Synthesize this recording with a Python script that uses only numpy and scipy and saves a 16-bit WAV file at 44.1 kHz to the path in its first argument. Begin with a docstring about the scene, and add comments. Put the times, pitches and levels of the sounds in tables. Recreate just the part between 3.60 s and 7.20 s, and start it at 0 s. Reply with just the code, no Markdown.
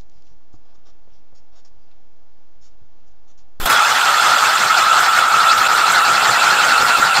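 """Drilling lake ice

Out in the open, the microphone a few metres from a cordless drill turning a two-blade auger into the ice.
Chips breaking at the blades excite fixed resonances and hiss, each band swelling with the shaft, under the
drill's rough gear tone near 1.3 kHz. The level jumps up after a low thump and later drops out briefly."""
import sys
import numpy as np
from scipy import signal
from scipy.fft import rfft, irfft, next_fast_len
from scipy.io import wavfile
from scipy.ndimage import uniform_filter1d, map_coordinates

SR = 44100
rng = np.random.default_rng(int(sys.argv[2]) if len(sys.argv) > 2 else 0)


def file_out(sig):
    """Save sig as 16-bit WAV at sys.argv[1]."""
    # one column per channel
    cols = np.atleast_2d(sig).T
    # limit, then scale
    lim = np.clip(cols, -1, 1)
    pcm = np.round(lim * 32767).astype(np.int16)
    wavfile.write(sys.argv[1], SR, pcm)


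N = 158760

# swell with the shaft: f/Hz, once-a-turn depth/dB, its phase/turns, twice-a-turn depth/dB, its phase/cycles
SHAFT_SWELL = [(90.0, 9, 0.68, 4, 0.6), (230.0, 0.5, 1, 4.6, 0.07), (480.0, 1.8, 0.7, 2.1, 0.47),
               (845, 1, 0.21, -0.1, 0.93), (1320, 1.9, 0.6, 2.7, 0.26), (1850, 2.06, 0.8, 1.7, 0.07),
               (2780, 0.8, 0.51, 0.75, 0.27), (3470, 0.5, 0.6, 2.2, 0.47), (4220, 0.15, 0.67, 0, 0.86),
               (5630, 2.2, 0.67, 1.6, 0.93), (7400, 1.7, 0.45, 1.94, 0.3), (8500, 1.5, 0.57, 2.1, 0.5),
               (10680.0, 0.2, 0.6, -0.1, 0.3), (13640.0, 0.62, 0.61, 0.15, 0.56)]
# course of the grind: t/s, relative level/dB, relative treble/dB
GRIND_LEVELS = [(0.06, -16.5, -2.5), (0.09, -23, -17), (0.1, -17.5, -5), (0.18, -17, -23), (0.22, -19, -17),
                (0.36, -17.5, -17), (1.16, -18.5, -18.5), (1.19, -15.5, -17), (1.21, -19.5, -18),
                (1.37, -18, -20), (1.41, -19.5, -13), (1.46, -17.5, -23), (1.53, -22, -19),
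                (1.58, -17.5, -15), (1.64, -21, -24), (1.7, -22, -14), (1.75, -18.5, -21),
                (1.88, -19.5, -16), (1.91, -16.5, -22), (1.96, -22, -17), (1.98, -20, -12),
                (2.07, -16.5, -19), (2.08, -23.5, -14), (2.13, -19, -18), (2.15, -23, -13),
                (2.19, -17.5, -19), (2.25, -20.5, -21), (2.32, -18.5, -13), (2.41, -18.5, -22),
                (2.43, -21.5, -12), (2.45, -19.5, -18), (2.56, -18.5, -18), (2.99, -18, -19.5),
                (3.08, -19, -18), (3.13, -18, -19), (3.22, -19.5, -17), (3.25, -23, -10),
                (3.29, -16.5, -18), (3.36, -20, -17), (3.38, -20, -12), (3.47, -19.5, -21),
                (3.53, -21, -17), (3.59, -15, -21), (3.6, -25, -18)]
# bass over the rest of the grind: t/s, level/dB
GRIND_BASS = [(.06, 13), (.13, 3), (.2, -2.5), (2.2, 1), (3.6, 4)]
# broad colour of the grind: f/Hz, relative level/dB
GRIND_COLOUR = [(25, -38), (60, -45), (130, -22), (300, -23), (600, -15), (700, -10.5), (1050, -14.5),
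                (1700, -12), (2200, -12.5), (3900, -14), (5700, -18.5), (8700, -21), (9800, -35.5),
                (10600, -29), (13800, -32), (14500, -26), (16000, -44)]
# resonances of auger and drill: f/Hz, width/Hz, boost midway/dB, drift/(dB/s),
# full beat depth/dB, beats a turn, beat phase/cycles
RESONANCES = [(832, 52, 13, 1, 5.5, 2, 0.97), (1270, 946, 13, 0, -2, 2, 0.29),
              (3440, 200, 5, -1, -0.5, 2, 0.44), (2640, 200, 5, 1.8, 6, 1, .24),
              (4300, 800, 3.3, .7, 5.8, 2, .82), (5220, 210, 3.5, -0.9, 0.5, 2, 1),
              (6250, 110, 0, -2.5, 7.5, 2, 0), (7330, 900, 6.5, 0.5, 1, 1, 0.85),
              (11330, 880, 5, -0.5, 2, 2, 0.6)]
# pitch of the gear mesh, following motor speed: t/s, f/Hz
GEAR_PITCH = [(0.06, 1348), (0.13, 1316), (0.15, 1450), (0.21, 1270), (0.24, 1360), (0.31, 1312),
              (0.45, 1423), (0.47, 1340), (0.56, 1290), (0.63, 1410), (0.66, 1260), (0.75, 1361),
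              (0.94, 1350), (0.95, 1240), (0.98, 1440), (1.11, 1287), (1.18, 1450), (1.2, 1255),
              (1.46, 1383), (1.48, 1267), (1.59, 1415), (1.62, 1309), (2.01, 1337), (2.04, 1260),
              (2.06, 1460), (2.12, 1270), (2.16, 1377), (2.26, 1291), (2.37, 1405), (2.4, 1270),
              (2.45, 1356), (2.64, 1330), (2.67, 1440), (2.69, 1280), (2.72, 1357), (2.94, 1377),
              (2.97, 1289), (3.0, 1400), (3.13, 1433), (3.19, 1330), (3.29, 1432), (3.37, 1330),
              (3.57, 1417), (3.6, 1328)]
# strength of the gear tone: t/s, level before GEAR_TRIM_DB/dB
GEAR_LEVEL = [(0.06, -21.5), (0.12, -13.5), (0.46, -16.5), (0.72, -13.5), (0.81, -19.5), (0.86, -15.5),
              (1.6, -12), (2.78, -15.5), (3.36, -13), (3.4, -30), (3.43, -9), (3.6, -20.5)]
# gear whines: multiple of the gear tone's pitch, width/Hz, level/dB
GEAR_WHINES = [(6.55, 250, -42), (10, 350, -45)]
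# high ping at the start: t/s, level/dB
PING_LEVEL = [(.057, -39), (.072, -48), (.093, -48), (.098, -27), (.125, -28), (.15, -70)]
# lumps of ice on the flights: t/s, level/dB, f/Hz
ICE_KNOCKS = [(0.79, -38, 549), (0.957, -26, 412), (1.423, -31, 549), (2.012, -24, 390), (2.627, -21, 530),
              (2.705, -22, 417), (3.086, -17, 549), (3.161, -29, 436), (3.207, -14, 520),
              (3.231, -14.5, 517), (3.386, -14.5, 553), (3.398, -16, 320)]
# sound the two sides of the microphone do not share: f/Hz, relative level/dB
UNSHARED_LEVEL = [(60, -22), (200, -18), (400, -21), (700, -31), (1400, -29), (3000, -24), (8000, -20),
                  (14000, -14)]
# balance at the microphone: f/Hz, left over right/dB
BALANCE = [(60, -.3), (1300, -.3), (2400, -1.5), (4400, -1.9), (8100, -1.6), (12000, -.3)]

THUMP_DB, THUMP_HZ, THUMP_CROSSING_S = -17, 20, .0315
TURNS_PER_S, BEAT_FULL_S = 5.45, 2.3
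CHIPS_PER_S, CHIP_SPREAD_DB = 1500, 3.5
SQUEAK_COUNT, SQUEAK_DB, SQUEAK_S = 1200, -10, .022
SQUEAK_HZ, SQUEAK_SPREAD_OCTAVES, SQUEAK_GLIDE = 4500, .75, .08
GEAR_WIDTH_HZ, GEAR_WANDER_HZ, GEAR_TRIM_DB = 110, 12, -1.2
START_S, LEAD_IN_DB = .0568, -11
GAP_S, GAP_RISE_S = 2.0792, .009
TIME = np.arange(N) / SR


def amp(db):
    """Gain for a level in dB."""
    return 10 ** (np.asarray(db) / 20)


def unit(x):
    """The signal at rms 1."""
    return x / np.sqrt(np.mean(x ** 2) + 1e-20)


def at_frequency(rows, hz):
    """A table's columns after f/Hz, read on a log axis."""
    f, *columns = np.transpose(rows)
    return np.squeeze([np.interp(np.log(hz + 1), np.log(f + 1), c) for c in columns])


def at_time(rows, t=TIME):
    """A table's columns after t/s, read at times t."""
    times, *columns = np.transpose(rows)
    return np.squeeze([np.interp(t, times, c) for c in columns])


def wobble(knots_per_s):
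    """A smooth random curve."""
    return map_coordinates(rng.standard_normal(400), [TIME * knots_per_s])


def filtered(x, response):
    """The signal through a complex response(hz)."""
    size = next_fast_len(N + SR // 2)
    return irfft(rfft(x, size) * response(np.fft.rfftfreq(size, 1 / SR)), size)[..., :N]


def minimum_phase(db):
    """The causal response with these levels."""
    cepstrum = irfft(np.log(amp(db)))
    half = len(cepstrum) // 2
    return np.exp(rfft(np.concatenate([cepstrum[:1], 2 * cepstrum[1:half]]), len(cepstrum)))


def narrow_band(source, pitch_hz, width_hz):
    """A narrow band of the source that follows pitch_hz, at rms 1."""
    carrier = np.exp(2j * np.pi * np.cumsum(pitch_hz) / SR)
    pole = np.exp(-np.pi * width_hz / SR)
    wide = signal.lfilter([1], [1, -pole ** 3], source / carrier)
    narrow = signal.lfilter([1], [1, -pole], wide)
    return unit((narrow * carrier).real)


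def thump():
    """One slow, low thump, as from wind on the microphone, on both sides and slightly louder on the left."""
    phase = np.clip(2 * np.pi * THUMP_HZ * (TIME - THUMP_CROSSING_S), -np.pi / 2, np.pi)
    return -np.sin(phase) * amp([[THUMP_DB + .6], [THUMP_DB - .6]])


def crackle(click_share):
    """Random clicks of uneven size over scraping noise, as of ice breaking at the blades."""
    hits = rng.random(N) < CHIPS_PER_S / SR
    sizes = amp(CHIP_SPREAD_DB * rng.standard_normal(N))
    clicks = unit(hits * sizes * rng.choice([-1, 1], N))
    scrape = rng.standard_normal(N)
    return np.sqrt(click_share) * clicks + np.sqrt(1 - click_share) * scrape


def blade_squeaks():
    """The blades squeak: brief tones at scattered pitches, each sliding up or down."""
    start = rng.integers(0, N, (SQUEAK_COUNT, 1))
    pitch, glide, size = rng.standard_normal((3, SQUEAK_COUNT, 1))
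    samples = np.arange(round(SQUEAK_S * SR))
    progress = samples / len(samples)
    centre_hz = np.clip(SQUEAK_HZ * 2 ** (SQUEAK_SPREAD_OCTAVES * pitch), 300, 15000)
    hz = centre_hz * (1 + SQUEAK_GLIDE * glide * (progress - .5))
    envelope = amp(2 * size) * np.sin(np.pi * progress) ** 2
    tones = envelope * np.sin(2 * np.pi * np.cumsum(hz, axis=1) / SR)
    return amp(SQUEAK_DB) * unit(np.bincount((start + samples).ravel(), tones.ravel(), N)[:N])


def shaft_beat(t, per_turn, phase=0):
    """A cosine locked to the shaft, its phase in cycles."""
    return np.cos(2 * np.pi * (per_turn * TURNS_PER_S * t - phase))


def shaft_swell_db(hz, t):
    """Each band swells once and twice a turn as the two blades go round."""
    bands = [once_db * shaft_beat(t, 1, once_phase) + twice_db * shaft_beat(t, 2, twice_phase)
             for _, once_db, once_phase, twice_db, twice_phase in SHAFT_SWELL]
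    band_hz = np.transpose(SHAFT_SWELL)[0]
    return at_frequency(np.column_stack([band_hz, bands]), hz).T


def resonances_db(hz, t):
    """Fixed resonances of auger and drill; their beat with the shaft deepens until BEAT_FULL_S."""
    depth = np.minimum(t / BEAT_FULL_S, 1)
    total_db = 0
    for centre_hz, width_hz, boost_db, drift, beat_db, per_turn, phase in RESONANCES:
        beat = depth * shaft_beat(t, per_turn, phase)
        peak_db = boost_db + drift * (t - t.mean()) + beat_db * beat
        total_db += peak_db / (1 + (2 * (hz - centre_hz) / width_hz) ** 2)
    return total_db


def contour_db(hz, t):
    """The grind rises and falls; bass and treble also take their own course."""
    level_db, treble_db = at_time(GRIND_LEVELS, t)
    bass = at_time(GRIND_BASS, t) / (1 + (hz / 550) ** 4)
    treble = (treble_db - treble_db.mean()) / (1 + (9500 / (hz + 1)) ** 12)
    return level_db - level_db.mean() + bass + treble


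def grind(cutting):
    """The cutting noise, coloured by the turning auger and flickering in random patches."""
    hz, t, spectrum = signal.stft(cutting, SR, nperseg=512, noverlap=384)
    patches = uniform_filter1d(rng.standard_normal(spectrum.shape), size=9, axis=0)
    patches = unit(uniform_filter1d(patches, size=14, axis=1))
    gain_db = shaft_swell_db(hz, t) + 0.82 * patches
    gain_db += resonances_db(hz[:, None], t) + contour_db(hz[:, None], t)
    turning = signal.istft(spectrum * amp(gain_db), SR, nperseg=512, noverlap=384)[1][:N]
    coloured = filtered(turning, lambda f: minimum_phase(at_frequency(GRIND_COLOUR, f)))
    level_db = at_time(GRIND_LEVELS)[0].mean() + 3 + 0.4 * wobble(15)
    return amp(level_db) * unit(coloured)


def gear_tone(grit, gear_hz):
    """The drill's rough gear tone near 1.3 kHz, wavering with motor speed."""
    return amp(at_time(GEAR_LEVEL) + GEAR_TRIM_DB) * narrow_band(grit, gear_hz, GEAR_WIDTH_HZ)


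def gear_whines(grit, gear_hz, sway=.02):
    """Whines at multiples of the gear tone's smoothed pitch, swaying with each turn."""
    smooth_hz = uniform_filter1d(gear_hz, size=SR // 3)
    base_hz = smooth_hz * (1 + sway * (shaft_beat(TIME, 1) + wobble(9) / 2))
    return sum(amp(db + 2 * wobble(12)) * narrow_band(grit, multiple * base_hz, width_hz)
               for multiple, width_hz, db in GEAR_WHINES)


def ping(grit, pitch_hz=11050):
    """A thin, high resonance sounds briefly at the start."""
    return amp(at_time(PING_LEVEL)) * narrow_band(grit, np.full(N, pitch_hz), width_hz=250)


def ice_knocks(width_hz=110):
    """Lumps of ice strike the auger's flights: dull, quickly damped knocks."""
    knocks, t = np.zeros(N + SR), np.arange(SR // 10) / SR
    decay = np.exp(-np.pi * width_hz * t)
    for start_s, db, hz in ICE_KNOCKS:
        knocks[round(start_s * SR):][:len(t)] += amp(db) * decay * np.sin(2 * np.pi * hz * t)
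    return knocks[:N]


def microphone_pair(drill, decay_s=.03):
    """The drill sits a little to the right, with a faint scatter that the two sides do not share."""
    scatter = rng.standard_normal(1300) * amp(-60 * TIME[:1300] / decay_s)
    scattered = signal.fftconvolve(drill, scatter / np.linalg.norm(scatter))[:N]
    unshared = filtered(scattered, lambda hz: amp(at_frequency(UNSHARED_LEVEL, hz)))
    pair = np.array([drill + unshared, drill - unshared])
    return filtered(pair, lambda hz: amp(np.outer([.5, -.5], at_frequency(BALANCE, hz))))


def scene():
    """Drilling a few metres off; the level jumps up after a thump, and later all sound drops out briefly."""
    grinding = grind(crackle(click_share=0.31) + blade_squeaks())
    grit = crackle(click_share=0.1)
    gear_hz = at_time(GEAR_PITCH) + GEAR_WANDER_HZ * wobble(24.89)
    drill = grinding + gear_tone(grit, gear_hz) + gear_whines(grit, gear_hz) + ping(grit) + ice_knocks()
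    lead_in = np.where(TIME < START_S, amp(LEAD_IN_DB), 1)
    dropout = np.where(TIME < GAP_S, 1, np.clip((TIME - GAP_S) / GAP_RISE_S, 0, 1))
    return thump() + lead_in * dropout * microphone_pair(drill)


def record(dry):
    """Behind the microphone, peaks are softly rounded and the highest treble is cut off."""
    ceiling, cutoff_hz = 1.05, 15750
    rounded = dry / (1 + np.abs(dry / ceiling) ** 4) ** (1 / 4)
    return filtered(rounded, lambda hz: hz < cutoff_hz)


dry = scene()
out = record(dry)
file_out(out)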